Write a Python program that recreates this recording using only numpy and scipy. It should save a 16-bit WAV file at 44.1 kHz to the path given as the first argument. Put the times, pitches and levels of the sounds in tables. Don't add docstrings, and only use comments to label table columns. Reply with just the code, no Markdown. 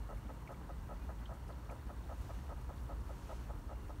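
import sys
import numpy as np
from scipy import signal
from scipy.fft import rfft, irfft
from scipy.io import wavfile
from scipy.ndimage import uniform_filter1d

SR = 44100
rng = np.random.default_rng(int(sys.argv[2]) if len(sys.argv) > 2 else 0)


def unload_wav(signal):
    wavfile.write(
        sys.argv[1],
        SR,
        np.round(np.clip(np.atleast_2d(signal).T, -1, 1) * 32767).astype(np.int16),
    )


N = 176400
TIME = np.arange(N) / SR
CYCLE_S = .4002


def rattle(first_s=.0905, long_db=-60, short_db=-63):
    # t/s into the cycle, length/s, relative level/dB
    long_runs = [(0, .0006, 9), (.0065, .012, -1.5), (.0205, .003, 3), (.029, .008, 0)]
    short_runs = [(.2008, .0006, 8), (.208, .008, 1)]
    accents = [-0.79, -0.46, -0.16, -1.6, -0.66, -0.46, -1.1, -0.81, 0.68, -1.2]
    out = np.zeros(N + SR)
    for k, db in enumerate(accents):
        long_rattle = from_db(long_db) * beaker(contacts(long_runs))
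        short_rattle = from_db(short_db) * beaker(contacts(short_runs))
        start = int((first_s + k * CYCLE_S) * SR)
        out[start:start + len(long_rattle)] += from_db(db) * (long_rattle + short_rattle)
    return out[:N]


def contacts(runs, per_s=1500, jitter_s=.00049):
    clicks = np.zeros(int(CYCLE_S * SR))
    for offset, length, db in runs:
        count = max(round(length * per_s), 1)
        onset = abs(offset + jitter_s * rng.normal())
        times = onset + length * (np.arange(count) + rng.random(count)) / count
        clicks[(times * SR).astype(int)] += from_db(db) * rng.choice([-1, 1], count)
    return clicks


def beaker(clicks, thud_db=2):
    # f/Hz, relative level/dB, t60/s
    modes = [(529, -2.5, 0.058), (583, 2.5, 0.053), (712, 0, 0.052), (718, -5, 0.06), (833, -9.5, 0.058),
             (999, -6.5, 0.074), (1264.4, -2.5, 0.051), (1383, -9.5, 0.034), (1634, -15, 0.029),
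             (2000, -12, .06)]
    body = sum((-1) ** k * from_db(db) * rms_one(ring(clicks, hz, t60))
               for k, (hz, db, t60) in enumerate(modes))
    thud = from_db(thud_db) * rms_one(ring(clicks, hz=725, t60=.0029))
    return rms_one(band(body + thud, low_hz=386, high_hz=1500))


def rumble(even_s=.14):
    # f/Hz, relative level/dB
    colour = [(18, -46), (27, -30), (35, -15.5), (42, -3.5), (49, -1.5), (58, 1.5), (68, -3), (80, -13),
              (100, -19), (150, -61.5)]
    # t/s, level/dB
    swells = [(0, -44), (.25, -46.5), (.52, -52), (.8, -45), (.93, -48), (1.04, -43), (1.3, -47),
              (1.65, -48.5), (2, -46), (2.2, -44), (2.5, -46), (2.9, -44), (3.05, -42.5), (3.2, -50.5),
              (3.42, -44.5), (3.67, -46.5), (3.82, -45), (4, -47.5)]
    shake = noise(colour)
    power = uniform_filter1d(shake ** 2, int(even_s * SR)) + 1e-9
    steady = rms_one(shake / np.sqrt(power))
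    return from_db(in_time(swells)) * steady


def whirr(level_db=-54, flicker_db=1):
    # f/Hz, relative level/dB
    colour = [(20, -33), (50, -7.5), (90, -2), (120, 1.5), (165, -6), (290, -7), (400, -13), (600, -16.5),
              (780, -17), (930, -13), (1200, -17.5), (1650, -22.5), (2300, -33), (4000, -45.5)]
    return from_db(level_db + flicker_db * drift(36)) * noise(colour)


def hum(waver_hz=.737, waver_db=3.5):
    # f/Hz, rms level/dB
    tones = [(100, -67.5), (116.5, -67), (126, -68.5), (145.5, -72), (178, -69), (200, -71.5), (267, -80.5),
             (300, -73), (428, -79)]
    whines = [(1981, -88), (2790, -94), (2815, -88), (2863, -93), (2997, -93), (5355, -99), (13938, -99),
              (14189, -98), (14337, -97), (14438, -98), (15589, -97)]
    out = 0
    for hz, db in tones + whines:
        pitch = hz + waver_hz * drift(2.6)
        phase = 2 * np.pi * (rng.random() + np.cumsum(pitch) / SR)
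        out += np.sqrt(2) * from_db(db + waver_db * drift(1.2)) * np.sin(phase)
    return out


def pipette(half_width=.096):
    # t/s, level/dB, f/Hz
    ticks = [(.172, -62, 2100), (.474, -53.5, 2280), (.543, -59, 2080), (1.187, -64.5, 3100),
             (1.256, -51.5, 3290), (1.524, -64, 3730), (1.696, -54, 2370), (2.038, -66, 3430),
             (2.305, -61, 2040), (2.777, -63, 3750)]
    out = 0
    for start, db, hz in ticks:
        resonance = noise_band(hz * (1 - half_width), hz * (1 + half_width))
        out += from_db(db) * strike(start, attack_s=.0018, t60=.041) * resonance
    return out


def squeak(start_s=1.025, width_s=.025, hz=2460, level_db=-70.5):
    swell = np.exp(-((TIME - start_s) / width_s) ** 2)
    return from_db(level_db) * swell * np.sin(2 * np.pi * hz * TIME)


def glove():
    # t/s, level/dB
    crinkles = [(.168, -73), (.335, -75), (.516, -69), (1.335, -69), (1.479, -67.5), (1.710, -67.5),
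                (2.21, -68), (2.61, -70)]
    flex = sum(from_db(db) * strike(start, attack_s=.0017, t60=.15) for start, db in crinkles)
    return flex * noise_band(4000, 12700)


def bubbles(per_s=220, spread_db=2.5, ring_cycles=30, tilt_db_per_octave=-.5, level_db=-74.5):
    pitches_hz = np.geomspace(922, 10800, 20)
    strengths = from_db(spread_db * np.minimum(rng.exponential(1, N), 3))
    pops = strengths * (rng.random(N) < per_s / SR)
    pitch_index = rng.integers(0, len(pitches_hz), N)
    fizz = 0
    for k, hz in enumerate(pitches_hz):
        tilt = from_db(tilt_db_per_octave * np.log2(hz / pitches_hz[0]))
        fizz += tilt * ring(pops * (pitch_index == k), hz, t60=ring_cycles / hz)
    return from_db(level_db) * rms_one(fizz)


def room_air(air_db=-68.5):
    # f/Hz, relative level/dB
    air_colour = [(1000, 8.5), (2400, 4.5), (2980, 5), (3160, 3), (3400, 2.5), (3540, 4), (3950, 1),
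                  (4400, 5), (4900, -4), (5500, 1.5), (7600, -2), (9400, 0.5), (10400, -15), (11200, -5),
                  (13400, -6.5), (14400, 2), (14600, -38), (15700, -4)]
    hiss_colour = [(1200, -0.5), (2600, 1), (4500, -5.5), (6300, -3), (9000, -9), (11500, -10),
                   (16000, -29)]
    # t/s, level/dB
    swells = [(0, -87), (2.0, -86), (2.2, -69), (2.38, -68.5), (2.55, -76), (2.95, -84), (3.1, -71),
              (3.32, -64.5), (3.45, -70.5), (3.58, -88), (4, -93)]
    return from_db(air_db) * noise(air_colour) + from_db(in_time(swells)) * noise(hiss_colour)


def from_db(db):
    return 10 ** (np.asarray(db) / 20)


def rms_one(x):
    return x / np.sqrt(np.mean(x ** 2) + 1e-20)


def in_time(rows):
    return np.interp(TIME, *np.transpose(rows))


def noise(colour):
    hz, db = np.transpose(colour)
    bins = np.maximum(np.fft.rfftfreq(N, 1 / SR), 1)
    gain = from_db(np.interp(np.log(bins), np.log(hz), db))
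    return rms_one(irfft(rfft(rng.standard_normal(N)) * gain, N))


def noise_band(low_hz, high_hz):
    return rms_one(band(rng.standard_normal(N), low_hz, high_hz))


def drift(rate_hz):
    rolloff = 1 + (np.fft.rfftfreq(N, 1 / SR) / rate_hz) ** 2
    return rms_one(irfft(rfft(rng.standard_normal(N)) / rolloff, N))


def band(x, low_hz, high_hz):
    return signal.sosfilt(signal.butter(2, [low_hz, high_hz], "band", fs=SR, output="sos"), x)


def ring(clicks, hz, t60):
    decay = from_db(-60 / (t60 * SR))
    step = 2 * np.pi * hz / SR
    return signal.lfilter([0, np.sin(step)], [1, -2 * decay * np.cos(step), decay ** 2], clicks + 1e-18)


def strike(start, attack_s, t60):
    age = np.maximum(TIME - start, 0)
    return np.minimum(age / attack_s, 1) * np.exp(-np.log(1000) * age / t60)


def scene():
    stirrer = rattle() + rumble() + whirr() + hum()
    return (stirrer + pipette() + squeak() + glove() + bubbles() + room_air())[None]


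def record(dry, cutoff_hz=15700):
    return signal.sosfilt(signal.ellip(12, .1, 70, cutoff_hz, fs=SR, output="sos"), dry)


dry = scene()
out = record(dry)
unload_wav(out)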